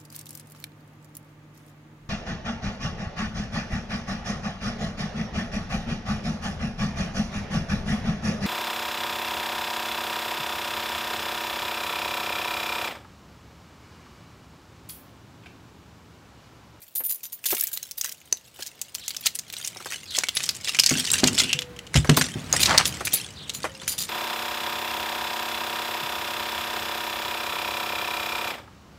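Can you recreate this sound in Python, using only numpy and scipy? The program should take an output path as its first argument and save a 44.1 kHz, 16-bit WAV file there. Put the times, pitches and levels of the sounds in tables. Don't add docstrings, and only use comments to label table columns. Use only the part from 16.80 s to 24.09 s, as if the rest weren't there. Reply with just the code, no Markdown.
import sys
import numpy as np
from scipy import signal
from scipy.fft import rfft, irfft
from scipy.io import wavfile
from scipy.ndimage import uniform_filter1d

SR = 44100
rng = np.random.default_rng(int(sys.argv[2]) if len(sys.argv) > 2 else 0)


def unload_audio(sound):
    columns = np.transpose(np.atleast_2d(sound))
    steps = np.round(np.clip(columns, -1, 1) * 32767)
    wavfile.write(sys.argv[1], SR, steps.astype(np.int16))


N = 321489
TOP_HZ = 15850
TIME = np.arange(N) / SR
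HIT = np.arange(SR // 3) / SR


def undb(db):
    return 10 ** (np.asarray(db) / 20)


def unit(x):
    return x / np.sqrt(np.mean(x ** 2))


def fade(t60_s):
    return np.exp(-np.log(1000) * HIT / max(t60_s, 1e-3))


def add(out, start_s, sound):
    i = max(int(start_s * SR), 0)
    out[i:i + len(sound)] += sound[:max(N - i, 0)]


def band(x, hz, q):
    hz = min(hz, .4 * SR)
    return signal.lfilter(*signal.iirpeak(hz, max(q, 3 * hz / SR), fs=SR), x)


def colour(x, points):
    size = 4096
    hz, db = np.transpose(points)
    bins_hz = np.arange(size // 2 + 1) * SR / size
    gain = undb(np.interp(np.log(bins_hz + 1), np.log(hz), db))
    cepstrum = irfft(np.log(gain))
    cepstrum[1:size // 2] *= 2
    cepstrum[size // 2 + 1:] = 0
    impulse = irfft(np.exp(rfft(cepstrum)))
    return signal.fftconvolve(x, impulse)[:len(x)]


def walk(rate_hz):
    k = int(SR / rate_hz)
    steps = np.repeat(rng.standard_normal(N // k + 1), k)
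    return 0.86 * uniform_filter1d(uniform_filter1d(steps, k), k)[:N]


def hit(x, db, crest_db):
    return unit(x) * undb(db - crest_db)


def grit(rate_hz, spread_db):
    sizes = undb(spread_db * np.minimum(rng.standard_exponential(N), 3.5))
    return (rng.random(N) < rate_hz / SR) * sizes * rng.choice([-1, 1], N)


SWELL_EDGE_DB = 20


def swells(table):
    power = 0
    for full_s, db, swell_s, settle_s in table:
        before = (full_s - TIME) / max(swell_s, .005)
        after = (TIME - full_s) / max(settle_s, .005)
        away = np.maximum(before, after)
        power = power + undb(db - SWELL_EDGE_DB * np.minimum(away, 10)) ** 2
    return np.sqrt(power)


LULL_FROM_S, LULL_UNTIL_S, LULL_DB = 4.83, 5.13, -13


def lull():
    inside = (TIME > LULL_FROM_S) & (TIME < LULL_UNTIL_S)
    return undb(LULL_DB * uniform_filter1d(inside.astype(float), SR // 20))


# (frequency [Hz], gain [dB])
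AIR_SPECTRUM = [(30, -16.5), (150, -5.5), (600, -2), (1500, -9.5), (4000, -7), (8000, -14.5),
                (16000, -36.5)]
# (frequency [Hz], gain [dB])
RUMBLE_SPECTRUM = [(35, -21), (70, 3), (150, 2.5), (300, -5), (700, -12.5), (2000, -14.5), (12000, -35)]
# (time of full weight [s], level [dB], swell [s], settling [s])
SHED_LOADS = [(4.5, -37, 0.53, 0.29), (5.3, -39, 0.16, 0.63), (5.88, -27, 0.37, 0.47)]
RUMBLE_START_DB, RUMBLE_RISE_DB_PER_S, RUMBLE_TOP_DB = -71, 5.5, -46.5


def background():
    air_db = np.interp(TIME, [0, 2], [-63, -57.5]) + walk(12.0)
    air = unit(colour(rng.standard_normal(N), AIR_SPECTRUM)) * undb(air_db)
    body_db = np.minimum(RUMBLE_START_DB + RUMBLE_RISE_DB_PER_S * TIME, RUMBLE_TOP_DB)
    rumble_gain = np.hypot(undb(body_db), swells(SHED_LOADS)) * undb(2 * walk(27))
    rumble = unit(colour(rng.standard_normal(N), RUMBLE_SPECTRUM)) * rumble_gain
    return air * np.sqrt(lull()) + rumble


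# (time of full level [s], level [dB], swell [s], settling [s])
GRIT_SWELLS = [(0.675, -34.5, 0.035, 0.42), (1.24, -41, 0.073, 0.2), (1.83, -36.5, 0.11, 0.087),
               (2.22, -44.5, 0.32, 0.75), (2.465, -23, 0.033, 0.038), (2.79, -37.5, 0.18, 0.31),
               (3.13, -35.5, 0.28, 0.21), (3.365, -25.5, 0.06, 0.085), (3.575, -28.5, 0.065, 0.24),
               (3.88, -24.5, 0.083, 0.12), (4.1, -25.5, 0.11, 0.55), (4.33, -25.5, 0.03, 0.4),
               (4.605, -19.5, 0.08, 0.11), (5.165, -20.5, 0.027, 0.045), (5.39, -28, 0.2, 0.27),
               (5.76, -22.5, 0.084, 0.49), (6.36, -26.5, 0.094, 0.12), (7.2, -40.5, 0.93, 1)]
LOOSE_GRIT_DB = -61


def crunch():
    return np.hypot(swells(GRIT_SWELLS), undb(LOOSE_GRIT_DB)) * lull()


# (frequency [Hz], gain [dB])
GRAVEL_SPECTRUM = [(80, -59), (400, -11), (1200, -12.5), (2000, -5.5), (2900, -1.5), (5000, -4.5),
                   (8000, -5.5), (11000, -12.5), (16000, -14)]


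def gravel():
    count, size = 5500, 1024
    chance = rng.random((count, 7))
    force = undb(6.67 * np.minimum(-np.log(1 - chance[:, 1]), 3.5))
    partials_hz = (1200 + (TOP_HZ - 1200) * chance[:, 2:]).astype(np.float32)
    turn = (2 * np.pi * HIT[:size]).astype(np.float32)
    rings = sum(np.sin(np.outer(hz, turn)) for hz in partials_hz.T) * fade(0.036)[:size]
    snaps = rng.standard_normal((count, size)) * fade(0.0099)[:size]
    grains = force[:, None] * (unit(rings) + undb(-4.5) * unit(snaps))
    at = (chance[:, :1] * N).astype(int) + np.arange(size)
    pebbles = np.bincount(at.ravel(), grains.ravel(), N)[:N]
    clusters = undb(2.2 * walk(45))
    return unit(colour(pebbles, GRAVEL_SPECTRUM)) * crunch() * clusters


# (time [s], nominal treble peak [dB], lower modes re treble [dB], nominal rattle length [s])
KEY_SHAKES = [(0.1502, -15.5, -13, 0.06), (0.236, -16.5, -14.5, 0.08), (0.2945, -15.5, -7.5, 0.077),
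              (0.431, -25.5, 2.5, 0.041), (0.5198, -25, -6, 0.039), (0.6563, -13.5, 0.5, 0.033),
              (0.694, -14, -2, 0.064), (0.775, -22.5, -25, 0.047), (0.929, -19.5, -5.5, 0.029),
              (1.172, -21.5, -3, 0.041), (5.366, -5, -2, 0.022), (5.8002, -5.5, -3, 0.073),
              (6.0575, -10.5, -1.5, 0.041), (6.249, -11, -7, 0.02), (6.332, 0, -14.5, 0.023),
              (6.736, -17, -1, 0.055), (7.077, -6.5, -8, 0.065), (7.18, -8, -4, 0.08)]
# (frequency [Hz], nominal level [dB], nominal t60 [s])
KEY_BUNCH_MODES = [(3645, -5, .08), (4085, -7, .11), (4800, -4, .21), (6150, -4, .1), (7000, -1, .11),
                   (9590, -10, .12), (10330, -3, .18), (11998, -9, .18), (13080, -1, .14), (13730, -3, .08),
                   (13862, 0, .17), (15240, -4, .18)]


def keys():
    out = np.zeros(N)
    for start_s, db, low_db, length_s in KEY_SHAKES:
        progress, luck = rng.random(size=(2, 48))
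        at = (progress * np.clip(0.92 * length_s, .005, .2) * SR).astype(int)
        force = undb(-16 * luck - 16 * np.abs(progress - .2))
        ring = np.zeros(len(HIT))
        for hz, mode_db, t60_s in KEY_BUNCH_MODES:
            blows = np.bincount(at, force * rng.standard_normal(len(at)), len(HIT))
            damping = rng.uniform(.8, 2.6) * (1 + undb(low_db))
            detune = 1 + .004 * rng.standard_normal()
            share = rng.uniform(.2, 1)
            pole = np.exp((2j * np.pi * hz * detune - damping * np.log(1000) / t60_s) / SR)
            mode = unit(signal.lfilter([1], [1, -pole], blows).imag)
            ring += share * undb(mode_db + low_db * (hz < 9000)) * mode
        contact = signal.fftconvolve(np.bincount(at, force, len(HIT)), fade(0.0044))[:len(HIT)]
        tick_spectrum = [(500, -18.5), (1500, low_db - 10.5), (3200, low_db - 0.5),
                         (7000, low_db + 0.5), (10500, -0.5), (14000, -6.5)]
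        ticks = colour(contact * rng.standard_normal(len(HIT)), tick_spectrum)
        jingle = undb(2.0) * unit(ring) + unit(ticks)
        add(out, start_s, hit(jingle, db + max(low_db, 0) / 2, crest_db=23.5))
    return out


# (time [s], nominal peak [dB], main ring [Hz])
SOFT_SLAPS = [(0.204, -33, 420), (0.726, -19, 393), (1.524, -36, 430), (1.791, -35.5, 748),
              (2.96, -34, 796), (3.002, -32, 1370), (3.058, -25.5, 1686), (3.381, -24.5, 582),
              (4.113, -19, 368), (4.434, -14, 336), (5.156, -17, 905), (5.246, -21, 1510),
              (5.293, -12, 375), (5.373, -10.5, 1052), (5.737, -16, 1093), (6.208, -21, 1086),
              (6.842, -17, 990), (6.851, -19, 940), (7.019, -33.5, 1600), (7.138, -36, 834)]


def slaps():
    out = np.zeros(N)
    for start_s, db, hz in SOFT_SLAPS:
        push = rng.standard_normal(len(HIT)) * fade(0.069)
        sole_hz = hz * (0.54 + 0.706 * fade(0.053))
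        sole = np.sin(2 * np.pi * np.cumsum(sole_hz) / SR) * fade(0.057)
        smack_spectrum = [(100, -15.0), (350, 9.5), (2000, 5.0), (4000, -8.0), (12000, -2)]
        smack = colour(band(push, hz, q=0.14), smack_spectrum)
        add(out, start_s, hit(unit(smack) + undb(-4.0) * unit(sole), db, crest_db=21.5))
    return out


# (time [s], nominal peak [dB], main ring [Hz])
HARD_CONTACTS = [(0.641, -25, 2620), (0.8094, -17, 10400), (0.837, -19.5, 12300), (0.8707, -21.5, 6900),
                 (0.9734, -20.5, 3950), (1.029, -23.5, 6300), (1.1113, -24, 5700), (1.212, -14, 6300),
                 (1.245, -18.5, 6500), (1.322, -26.5, 6750), (1.826, -23, 5050), (1.8635, -25, 6350),
                 (2.0146, -17, 7030), (2.15, -17, 5280), (2.28, -15, 6700), (2.3062, -20, 4300),
                 (2.366, -17.5, 5400), (2.461, -8, 7020), (2.4676, -8.5, 4150), (2.5536, -16.5, 8740),
                 (2.589, -16, 6800), (2.8475, -17.5, 5440), (2.8748, -15.5, 7800), (3.1224, -19.5, 2300),
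                 (3.3857, -6.5, 6600), (3.436, -11, 2370), (3.486, -10, 3270), (3.5693, -8.5, 4600),
                 (3.6378, -14, 5550), (3.691, -7.5, 4800), (3.9474, -13, 2460), (3.9885, -4.5, 3020),
                 (3.997, 1, 5330), (4.0361, -6.5, 4840), (4.0616, -2.5, 4860), (4.069, -10, 4800),
                 (4.093, -6, 6600), (4.2496, -14, 4840), (4.3028, -11.5, 4100), (4.3942, -15.5, 3280),
                 (4.4399, -3.5, 4210), (4.4736, -5, 7000), (4.5308, -21, 8500), (4.5794, -9, 3200),
                 (4.597, -5.5, 4150), (4.652, -27, 2880), (4.7299, -6, 2930), (4.7901, -12, 3490),
                 (4.8198, -19, 3180), (4.964, -33, 2960), (4.99, -24, 2960), (5.067, -30, 2900),
                 (5.1424, -12.5, 1920), (5.1593, -9, 3140), (5.172, -10.5, 3070), (5.2956, -5, 2910),
                 (5.4122, -6, 1700), (5.8308, -3, 4270), (5.858, -4.5, 4150), (5.9778, 3.5, 4830),
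                 (6.0547, -7.5, 3550), (6.2715, -11.5, 2530), (6.695, -14.5, 3840), (6.831, -22.5, 4570),
                 (7.0785, -17.5, 2600)]
STRAY_DB, STRAY_FOLLOW = -2, 0.52
STRAY_HZ, STRAY_OCTAVES = 5040, 0.74


def stray_clicks(count):
    load = crunch()
    odds = load ** .3 * (TIME > HARD_CONTACTS[0][0]) * (TIME < LULL_FROM_S)
    at = np.searchsorted(np.cumsum(odds), rng.random(count) * odds.sum() * .999)
    db = STRAY_DB + STRAY_FOLLOW * 20 * np.log10(load[at])
    hz = STRAY_HZ * 2 ** (STRAY_OCTAVES * rng.standard_normal(count))
    return list(zip(TIME[at], db, hz))


CRACK_REACH = 4.4
REBOUND_DB = -2


def clicks():
    out = np.zeros(N)
    for start_s, db, hz in HARD_CONTACTS + stray_clicks(count=48):
        envelope = fade(.028) + undb(5) * fade(.008) + undb(-34) * fade(.09)
        lag = int(rng.uniform(.001, .006) * SR)
        rebound = undb(REBOUND_DB) * np.pad(envelope, (lag, 0))[:len(HIT)]
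        chatter = rng.standard_normal(len(HIT)) * np.hypot(envelope, rebound)
        partials_hz = np.clip(hz * np.exp(0.36 * rng.standard_normal((8, 1))), 1500, 15000)
        modes = np.sin(2 * np.pi * partials_hz * HIT).sum(axis=0) * fade(.032)
        ring = unit(band(chatter, hz, q=5.5)) + undb(-5.5) * unit(modes)
        crack_spectrum = [(60, -59), (300, -14.5), (1200, -11.0), (2600, 3.5),
                          (6500, 10.0), (9000, 2.5), (15000, 4.5)]
        crack = colour(chatter, crack_spectrum)
        crack = signal.lfilter(*signal.butter(2, min(CRACK_REACH * hz, TOP_HZ), fs=SR), crack)
        add(out, start_s, hit(ring + undb(-2.0) * unit(crack), db, crest_db=26.0))
    return out


# (time [s], nominal peak [dB], note [Hz], t60 [s])
KEY_FLICKS = [(1.5264, -5.5, 6150, 0.019), (3.552, -15.5, 10200, 0.17), (4.196, -15, 8350, 0.037),
              (4.3162, -6.5, 7520, .028), (4.3347, -7.5, 7850, .022), (5.7276, -4, 6600, 0.014),
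              (7.098, -24, 4640, 0.25)]
TINK_TWIN_RATIO, TINK_TWIN_DB, TINK_TICK_DB = 1.085, -9.5, -9.5


def tinks():
    out = np.zeros(N)
    for start_s, db, hz, t60_s in KEY_FLICKS:
        turn = 2 * np.pi * hz * HIT
        twin = undb(TINK_TWIN_DB) * np.sin(TINK_TWIN_RATIO * turn)
        note = (np.sin(turn) + twin) * fade(t60_s)
        tick = band(rng.standard_normal(len(HIT)) * fade(0.0087), hz, q=1)
        add(out, start_s, hit(unit(note) + undb(TINK_TICK_DB) * unit(tick), db, crest_db=26.5))
    return out


# (time [s], peak level [dB])
BIRD_CHIRPS = [(2.19, -41.5), (3.264, -36.5), (6.546, -40)]


def chirps():
    out = np.zeros(N)
    for start_s, db in BIRD_CHIRPS:
        fall_hz = np.interp(HIT, [0, .05, .13], [4600, 3900, 3300])
        hz = fall_hz * (1 + 0.155 * walk(900)[:len(HIT)])
        swell = np.interp(HIT, [0, .03, .09, .17], [0, 1, 1, 0])
        add(out, start_s, undb(db) * swell * np.sin(2 * np.pi * np.cumsum(hz) / SR))
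    return out


# (time [s], nominal peak [dB], main boom [Hz])
HEAVY_BLOWS = [(4.113, -17, 203), (4.16, -24.5, 248), (4.433, -11.5, 209), (4.504, -30, 200),
               (4.622, -25.5, 224), (4.746, -29, 149), (5.153, -10, 135), (5.168, -9, 101),
               (5.292, -5, 163), (5.374, -16, 190), (5.557, -21, 150)]
# (frequency [Hz], level [dB], t60 [s])
SHED_RING = [(69.4, 3.5, 0.28), (149.6, 8, 0.2), (252, 3.5, 0.25), (321, -3, 0.2)]


def thuds():
    out = np.zeros(N)
    for start_s, db, hz in HEAVY_BLOWS:
        boom = np.zeros(len(HIT))
        for mode_hz, mode_db, t60_s in SHED_RING:
            gain = undb(mode_db - 17.0 * abs(np.log2(mode_hz / hz)))
            boom += gain * np.sin(2 * np.pi * mode_hz * HIT) * fade(t60_s)
        push = rng.standard_normal(len(HIT)) * (fade(0.14) + undb(-16) * fade(0.73))
        shudder = band(band(push, hz, q=1.1), hz, q=.9)
        add(out, start_s, hit(unit(boom) + undb(-0.5) * unit(shudder), db, crest_db=17.5))
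    return out


# (time [s], nominal length [s], level [dB], centre [Hz], Q [1])
DRY_SCRAPES = [(4.58, 0.19, -32.5, 2810, 9), (5.876, 0.091, -21.5, 1040, 0.8),
               (5.877, 0.071, -28.5, 4430, 2.8), (5.972, 0.052, -23.5, 1360, 0.78)]


def scrapes():
    out = np.zeros(N)
    for start_s, length_s, db, hz, q in DRY_SCRAPES:
        slips = (grit(rate_hz=1200, spread_db=2.5) * undb(3 * walk(110)))[:len(HIT)]
        rough = signal.fftconvolve(slips, fade(0.0046))[:len(HIT)] * rng.standard_normal(len(HIT))
        rasp = unit(band(band(rough, hz, q=q), hz, q=.7))
        swell = np.interp(HIT / length_s, [0, .12, .8, 1.2], [0, 1, 1, 0])
        add(out, start_s, undb(db) * rasp * swell)
    return out


# (time [s], length [s], starting pitch [Hz], level [dB])
DOVE_COOS = [(4.73, 0.44, 502, -46), (6.87, 0.33, 542, -49.5)]
COO_SAG_HZ_PER_S, COO_ATTACK_S, COO_RELEASE_S = 82, 0.033, 0.33


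def coos():
    out = np.zeros(N)
    for start_s, length_s, start_hz, db in DOVE_COOS:
        t = TIME[:int(length_s * SR)]
        hz = (start_hz - COO_SAG_HZ_PER_S * t) * (1 + 0.0028 * walk(28.0)[:len(t)])
        swell = np.clip(np.minimum(t / COO_ATTACK_S, (length_s - t) / COO_RELEASE_S), 0, 1)
        add(out, start_s, np.sqrt(2) * undb(db) * swell * np.sin(2 * np.pi * np.cumsum(hz) / SR))
    return out


def shaded(x, start_db, db_per_s):
    top_db = start_db - db_per_s * TIME
    top = signal.sosfiltfilt(signal.butter(2, 11000, "high", fs=SR, output="sos"), x)
    return x + (undb(top_db) - 1) * top


def scattered(near):
    scatter = rng.standard_normal(len(HIT)) * fade(0.16) * (HIT > .006)
    return signal.fftconvolve(near, scatter / np.linalg.norm(scatter))[:N]


# (time [s], level [dB])
SCATTER_LEVEL = [(1.5, -17), (5.5, -13.5)]
STEPS_BRIGHT_DB, STEPS_DULLING_DB_PER_S = 19, 8
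KEYS_BRIGHT_DB, KEYS_DULLING_DB_PER_S = 7.5, 3


def scene():
    steps = clicks() + gravel() + slaps() + thuds() + scrapes()
    steps = shaded(steps, STEPS_BRIGHT_DB, STEPS_DULLING_DB_PER_S)
    jingle = shaded(keys(), KEYS_BRIGHT_DB, KEYS_DULLING_DB_PER_S)
    near = steps + tinks() + jingle
    echo = scattered(near)
    echo_gain = undb(np.interp(TIME, *np.transpose(SCATTER_LEVEL)))
    mid = near + echo_gain * echo + chirps() + coos() + background()
    return mid + undb(-50) * echo * np.array([[1], [-1]])


def record(dry):
    thin = signal.sosfilt(signal.butter(4, 42, "high", fs=SR, output="sos"), dry)
    low_pass = signal.ellip(10, .2, 70, TOP_HZ, fs=SR, output="sos")
    return signal.sosfilt(low_pass, np.clip(thin, -1, 1))


dry = scene()
out = record(dry)
unload_audio(out)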